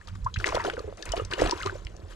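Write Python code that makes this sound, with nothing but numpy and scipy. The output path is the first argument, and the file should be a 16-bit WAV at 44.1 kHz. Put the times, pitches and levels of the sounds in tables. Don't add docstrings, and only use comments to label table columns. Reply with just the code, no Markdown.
import sys
import numpy as np
from scipy import signal
from scipy.fft import rfft, irfft
from scipy.io import wavfile

SR = 44100
rng = np.random.default_rng(int(sys.argv[2]) if len(sys.argv) > 2 else 0)


def dump_mix(stems):
    frames = np.atleast_2d(stems).T
    limited = np.clip(frames, -1, 1)
    pcm = np.round(limited * 32767).astype(np.int16)
    wavfile.write(sys.argv[1], SR, pcm)


N = 94815
FFT_SIZE = N + 2048


def gain(db):
    return 10 ** (np.asarray(db) / 20)


def normalise(x):
    return x / np.sqrt(np.mean(x ** 2) + 1e-20)


def curve(points):
    hz, value = np.array(points, float).T
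    spectrum_hz = np.maximum(np.fft.rfftfreq(FFT_SIZE, 1 / SR), 1)
    return np.interp(np.log(spectrum_hz), np.log(hz), value)


def colour(x, points):
    return irfft(rfft(x, FFT_SIZE) * gain(curve(points)), FFT_SIZE)[..., :N]


def noise_band(size, hz, octaves, spiky=0):
    edges = [hz / 2 ** octaves, min(hz * 2 ** octaves, SR / 2 - 1000)]
    noise = rng.standard_normal(size) * np.exp(spiky * np.minimum(rng.standard_normal(size), 2))
    return normalise(signal.sosfilt(signal.butter(2, edges, "band", fs=SR, output="sos"), noise))


def swell(t, rise, fade):
    return np.sin(np.pi / 2 * np.clip(t / rise, 0, 1)) ** 2 * np.exp(-np.maximum(t - rise, 0) / fade)


def add(out, start, x):
    i = int(np.clip(start * SR, 0, N))
    out[..., i:i + x.shape[-1]] += x[..., :N - i]


def two_sides(source, apart):
    return np.sqrt(1 - apart) * source() + np.sqrt(apart) * np.array([source(), source()])


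# f/Hz, relative level/dB
WIND_TONE = [(12, -13), (22, -10), (42, 5), (62, -9), (93, -2.5), (130, -22), (185, -13), (230, -27),
             (500, -56), (2000, -66)]


def wind():
    gusts = normalise(colour(rng.standard_normal(N), [(1, 10.5), (6, 12), (20, -86)]))
    noise = rng.standard_normal(N) + gain(-17) * rng.standard_normal((2, N))
    return gain(-43 + 5 * gusts) * normalise(colour(noise, WIND_TONE))


# f/Hz, relative level/dB
HISS_TONE = [(60, -5), (250, -3), (480, 2), (780, -22), (1100, -13), (2500, -49), (5000, -35),
             (7000, -23.5), (10000, -29), (15000, -29)]


def hiss():
    noise = rng.standard_normal((2, N)) + rng.standard_normal(N)
    return gain(-63.5) * normalise(colour(noise, HISS_TONE))


# t/s, f/Hz, level/dB, rise/s, fade/s, pitch slide/octaves
AIR_POCKETS = [(0.013, 1680, -39.5, 0.00047, 0.0033, 0.68), (0.158, 1043, -48.5, 0.0025, 0.0049, 0.58),
               (0.26, 893, -19, 0.0072, 0.0062, 0.84), (0.3411, 3980, -29.5, 0.001, 0.0021, -0.035),
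               (0.34, 3230, -32.5, 0.0014, 0.0055, -0.081), (0.3403, 6730, -38, 0.0013, 0.003, -0.23),
               (0.3593, 1383, -28, 0.0016, 0.0065, 1.55), (0.3685, 2420, -27.5, 0.00086, 0.0015, 2.2),
               (0.3992, 1580, -28, 0.002, 0.0023, -1), (0.411, 1320, -29.5, 0.00072, 0.0017, -0.28),
               (0.443, 2010, -8.5, 0.00046, 0.001, -0.5), (0.446, 2090, -22, 0.00072, 0.00094, -0.52),
               (0.489, 1020, -26.5, 0.00028, 0.0053, 0.061), (0.4966, 2250, -27, 0.0019, 0.0006, 0.88),
               (0.523, 920, -22.5, 0.0019, 0.0021, 1.1), (0.5282, 630, -22, 0.0016, 0.0044, 0.045),
               (0.545, 552, -18.5, 0.0024, 0.0021, -0.17), (0.5478, 472, -21, 0.0059, 0.0014, -0.69),
               (0.5658, 910, -20, 0.00052, 0.0052, 0.47), (0.5712, 575, -17, 0.0035, 0.0011, 1.2),
               (0.58, 1260, -21.5, 0.00033, 0.0024, 1.1), (0.598, 997, -25.5, 0.0016, 0.011, -0.29),
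               (0.6032, 1810, -25, 0.0015, 0.0015, 0.95), (0.65, 1384, -21.5, 0.0012, 0.0024, 0.32),
               (0.6477, 640, -18.5, 0.0014, 0.0015, -0.46), (0.666, 3250, -30.5, 0.0014, 0.0015, -0.65),
               (0.677, 689, -25, 0.0013, 0.01, 0.38), (0.6816, 398, -23.5, 0.0059, 0.0015, 1.64),
               (0.6987, 1363, -21.5, 0.00025, 0.0027, 1.4), (0.732, 538, -29.5, 0.006, 0.01, -0.69),
               (0.7687, 1673, -32.5, 0.00035, 0.006, -1.5), (0.7774, 515, -24, 0.0021, 0.0058, -0.45),
               (0.792, 1245, -32.5, 0.00044, 0.0054, -0.21), (0.802, 484, -26, 0.0034, 0.0022, -0.37),
               (0.8412, 436, -32.5, 0.0035, 0.0085, -0.03), (0.872, 434, -31.5, 0.01, 0.011, -0.073),
               (0.9256, 560, -28.5, 0.0005, 0.0013, 0.67), (1.027, 1730, -37.5, 0.0044, 0.0029, -0.052),
               (1.1195, 6790, -33, 0.001, 0.0022, -0.061), (1.1228, 2966, -29, 0.0041, 0.005, -0.04),
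               (1.1367, 642, -18.5, 0.00058, 0.0081, 0.25), (1.165, 2950, -34, 0.002, 0.003, -0.15),
               (1.1773, 401, -22.5, 0.0012, 0.0041, 0.5), (1.1948, 517, -21.5, 0.0049, 0.0037, -0.59),
               (1.1955, 1256, -27.5, 0.0035, 0.0078, -0.075), (1.197, 2850, -34.5, 0.0018, 0.0027, 0),
               (1.2168, 443, -26.5, 0.0039, 0.0031, -0.57), (1.3251, 1660, -22.5, 0.0018, 0.0013, -0.33),
               (1.335, 396, -28.5, 0.00055, 0.01, -0.21), (1.3791, 590, -24.5, 0.0035, 0.0052, -0.54),
               (1.389, 1540, -28.5, 0.003, 0.0053, 1.4), (1.4182, 539, -7.5, 0.003, 0.0011, 0.044),
               (1.4242, 510, -16.5, 0.00033, 0.0028, -0.058), (1.426, 315, -22.5, 0.0026, 0.0094, -0.17),
               (1.4386, 490, -26, 0.0031, 0.0046, 0.43), (1.4498, 395, -23, 0.0005, 0.012, -0.83),
               (1.4587, 652, -22.5, 0.0057, 0.0049, 0.51), (1.4949, 770, -22, 0.00038, 0.00033, -0.24),
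               (1.5205, 928, -20, 0.0062, 0.0048, 0.2), (1.5266, 352, -21, 0.0077, 0.0039, 0.0077),
               (1.602, 1444, -31.5, 0.0025, 0.006, 0.61), (1.614, 1930, -27.5, 0.0015, 0.0011, 1.5),
               (1.623, 1530, -29.5, 0.001, 0.003, -0.26), (1.633, 1300, -30.5, 0.0024, 0.0069, -0.054),
               (1.6584, 360, -24, 0.0053, 0.005, 0.37), (1.6602, 1090, -25, 0.0014, 0.0038, -0.51),
               (1.6713, 1223, -24, 0.0028, 0.006, -0.076), (1.6953, 1436, -22.5, 0.0021, 0.002, 0.69),
               (1.724, 381, -33.5, 0.0021, 0.014, -0.17), (1.7515, 511, -30.5, 0.0054, 0.0037, 0.6)]


def pops():
    slide_s, wobble_octaves, trim_db = 0.0316, 0.03, -0.5
    out, t = np.zeros(N), np.arange(SR // 10) / SR
    for start, hz, db, rise, fade, slide in AIR_POCKETS:
        walls = noise_band(len(t), 175, octaves=1)
        pitch = hz * 2 ** (slide * np.tanh(t / slide_s) + wobble_octaves * walls)
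        ring = np.sin(2 * np.pi * np.cumsum(pitch) / SR) * (1 + 0.1 * walls)
        splash = gain(-20.5) * noise_band(len(t), hz, octaves=0.61)
        shape = swell(t, max(rise, 0.5 / hz), max(fade, 0.78 / hz))
        add(out, start, gain(db + trim_db) * shape * (ring + splash))
    return out


def bubbles(low_hz, high_hz, per_second, fade_cycles, spread_db):
    when, pitch, strength, length = rng.random((4, int(per_second * N / SR), 1))
    hz = low_hz * (high_hz / low_hz) ** pitch
    fade = fade_cycles * (0.5 + length) * np.sqrt(hz / low_hz)
    level = gain(-spread_db * np.log(np.maximum(strength, 0.01))) * np.sqrt(low_hz / hz)
    steps = np.arange(int(5 * fade_cycles * SR / low_hz))
    cycles = steps * hz / SR
    slide_up = 2 ** (0.066 * np.tanh(cycles / fade / 2))
    rings = level * swell(cycles, 0.9, fade) * np.sin(2 * np.pi * cycles * slide_up)
    positions = (when * N).astype(int) + steps
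    return normalise(np.bincount(positions.ravel(), rings.ravel(), N)[:N])


# lowest f/Hz, highest f/Hz, bubbles per second, fade/cycles, level spread/dB, sides apart (0-1)
BUBBLE_SIZES = [(305, 772, 710, 1.86, 2.5, 0), (898, 2880, 2200, 2.87, 3, 0),
                (2868, 13000, 3000, 5.5, 4, 0.28)]
# level/dB of gurgle, squelch and crackle
SQUIRMING = [-67.5, -63.5, -66]
# peak t/s, rise/s, fade/s, then level/dB of gurgle, squelch and crackle
BODY_STROKES = [(0.086, 0.019, 0.011, -52, -48, -51.5), (0.157, 0.012, 0.0039, -76, -49, -53.5),
                (.41, 0.037, 0.14, -47, -49, -50), (0.467, 0.017, 0.067, -34.5, -33, -43),
                (0.554, 0.017, 0.014, -28, -33, -40.5), (0.599, 0.023, 0.033, -48, -35, -50),
                (0.659, 0.028, 0.046, -34, -36, -43), (0.789, 0.046, 0.092, -45, -53.5, -59.5),
                (0.88, 0.012, 0.03, -41, -57, -82), (0.98, 0.0097, 0.078, -45.5, -53, -56.5),
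                (1.065, 0.021, 0.13, -45.5, -44, -54), (1.172, 0.024, 0.033, -39, -39.5, -46),
                (1.319, 0.019, 0.045, -40, -37, -46), (1.406, 0.043, 0.066, -32.5, -33.5, -38.5),
                (1.459, 0.042, 0.069, -36.5, -36.5, -48), (1.598, 0.096, 0.097, -53, -45, -50.5),
                (1.662, 0.016, 0.035, -37.5, -39.5, -49), (1.747, 0.0083, 0.056, -48.5, -55, -56),
                (1.95, 0.28, 0.43, -54, -67, -83), (2.125, 0.058, 0.014, -78, -53.5, -54)]


def strokes():
    out, t = np.zeros((2, N)), np.arange(N) / SR
    for size, (*settings, apart) in enumerate(BUBBLE_SIZES):
        power = gain(SQUIRMING[size]) ** 2
        for peak, rise, fade, *levels_db in BODY_STROKES:
            power += (gain(levels_db[size]) * swell(t - peak + rise, rise, fade)) ** 2
        out += np.sqrt(power) * two_sides(lambda: bubbles(*settings), apart)
    return out


# t/s, centre f/Hz, level/dB, fade/s
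SKIN_SMACKS = [(0.0726, 4500, -41, 0.0013), (0.0862, 3210, -38, 0.0015), (0.245, 5780, -42.5, 0.0034),
               (0.3405, 3600, -32.5, 0.0042), (0.361, 2250, -30.5, 0.0062), (0.387, 5400, -39, 0.0036),
               (0.4012, 3880, -36.5, 0.003), (0.458, 4140, -30, 0.005), (0.464, 6400, -29, 0.0024),
               (0.469, 4000, -22.5, 0.002), (0.478, 5960, -30, 0.0013), (0.489, 3890, -24.5, 0.0018),
               (0.5515, 3500, -23, 0.0023), (0.565, 1490, -31, 0.0052), (0.6397, 3850, -29.5, 0.002),
               (0.66, 4200, -38, 0.0013), (0.6985, 2550, -24.5, 0.0016), (0.736, 2940, -33, 0.0011),
               (0.7916, 4270, -36.5, 0.0032), (0.9719, 5670, -41.5, 0.0015), (1.024, 3850, -26.5, 0.0025),
               (1.0545, 7200, -33, 0.0031), (1.0903, 3500, -35, 0.0032), (1.119, 5480, -22, 0.0018),
               (1.1587, 6660, -39, 0.0011), (1.174, 3260, -33.5, 0.0032), (1.249, 4940, -31, 0.0017),
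               (1.3115, 3400, -30.5, 0.0023), (1.335, 2990, -19, 0.0026), (1.4, 3850, -39, 0.001),
               (1.4117, 5100, -29, 0.0055), (1.4608, 2770, -28, 0.0016), (1.472, 2920, -26.5, 0.0017),
               (1.4946, 3700, -26.5, 0.0021), (1.5095, 4570, -18.5, 0.0028), (1.582, 3480, -36, 0.0017),
               (1.6236, 6500, -35.5, 0.0012), (1.63, 2960, -26.5, 0.0025), (1.643, 4700, -39.5, 0.0016),
               (1.6601, 4140, -26.5, 0.0023), (1.67, 3300, -28, 0.0008), (1.849, 5340, -38, 0.00052),
               (1.8684, 2420, -31, 0.00093), (1.965, 5640, -43, 0.0012)]


def smacks():
    rise_s, trim_db = 0.0013, -4.5
    out, t = np.zeros((2, N)), np.arange(SR // 16) / SR
    spray = gain(-44) * swell(t, rise_s, fade=0.0071)
    for start, hz, db, fade in SKIN_SMACKS:
        crackle = two_sides(lambda: noise_band(len(t), hz, octaves=0.5, spiky=0.4), apart=0.66)
        tear = (swell(t, rise_s, fade) + spray) * crackle
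        ring = gain(-5.5) * swell(t, rise_s, fade=0.0021) * np.sin(2 * np.pi * hz * t)
        add(out, start, gain(db + trim_db) * (tear + ring))
    return out


# t/s, f/Hz, level/dB, fade/s
FLOPS = [(0.183, 88.5, -35.5, 0.042), (0.221, 44.3, -22.5, 0.029), (0.248, 101, -21, 0.014),
         (.32, 80.5, -34.5, 0.043), (.37, 75, -13.5, 0.0057), (0.39, 92, -26.5, 0.038),
         (.485, 55.5, -31.5, 0.032), (0.846, 72.5, -27, 0.022), (1.094, 44, -22, 0.03),
         (1.17, 43, -24.5, 0.026), (1.214, 93, -24.5, 0.031), (1.3, 116, -35, 0.0096),
         (1.454, 86.2, -29, 0.037), (1.547, 78, -30.5, 0.015), (1.647, 52.5, -29, 0.013),
         (1.662, 94, -24.5, 0.036), (1.739, 96, -30, 0.019), (1.853, 51.5, -22.5, 0.0082),
         (2.029, 83, -30.5, 0.036)]


def thuds():
    rise_s, trim_db = 0.0082, -4
    out, t = np.zeros(N), np.arange(SR // 3) / SR
    for start, hz, db, fade in FLOPS:
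        shake = -np.sin(2 * np.pi * hz * t)
        add(out, start, gain(db + trim_db) * swell(t, rise_s, fade) * shake)
    return out


# f/Hz, relative level/dB
ECHO_TONE = [(200, 4.2), (700, 0.69), (2000, 7.7), (5000, 10.1), (12000, 2.7)]


def clod_echo(x):
    t = np.arange(SR // 6) / SR
    bounces = rng.standard_normal((2, len(t))) * swell(t, rise=0.00094, fade=0.016)
    bounces = normalise(bounces) / np.sqrt(len(t))
    echo = signal.fftconvolve(x[None], bounces, axes=1)[:, :N]
    return gain(-19.5) * colour(echo, ECHO_TONE)


# f/Hz, level/dB
LEFT_LOUDER = [(50, -4.5), (300, -2.2), (600, -2.3), (1000, 1), (2000, 4.2), (4000, 7), (8000, 8.5),
               (12000, 15)]
# f/Hz, phase/radians
LEFT_AHEAD = [(50, -0.076), (125, -0.76), (300, -1.4), (600, -1.3), (1500, -1.2), (3000, -1.06),
              (5000, 0.98), (12000, -2)]


def microphone_openings(pair):
    left = gain(curve(LEFT_LOUDER) / 2) * np.exp(0.5j * curve(LEFT_AHEAD))
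    sides = np.array([left, 1 / left])
    sides /= np.maximum(abs(sides.mean(axis=0)), 0.5)
    return irfft(rfft(pair, FFT_SIZE) * sides, FFT_SIZE)[:, :N]


def scene():
    outdoors = wind() + hiss()
    wet = pops() + strokes() + smacks()
    return microphone_openings(outdoors + wet + thuds() + clod_echo(wet.mean(axis=0)))


# f/Hz, level/dB
MIC_TONE = [(20, 0), (3000, -0.5), (5500, -0.5), (7100, 2), (9000, -2.5), (11000, -9), (12200, -8.5),
            (13200, -13.5), (14400, -15), (16000, -22)]


def record(dry):
    top_hz = 14900
    top_cut = signal.ellip(8, 0.2, 80, top_hz, fs=SR, output="sos")
    return signal.sosfilt(top_cut, colour(dry, MIC_TONE))


dry = scene()
out = record(dry)
dump_mix(out)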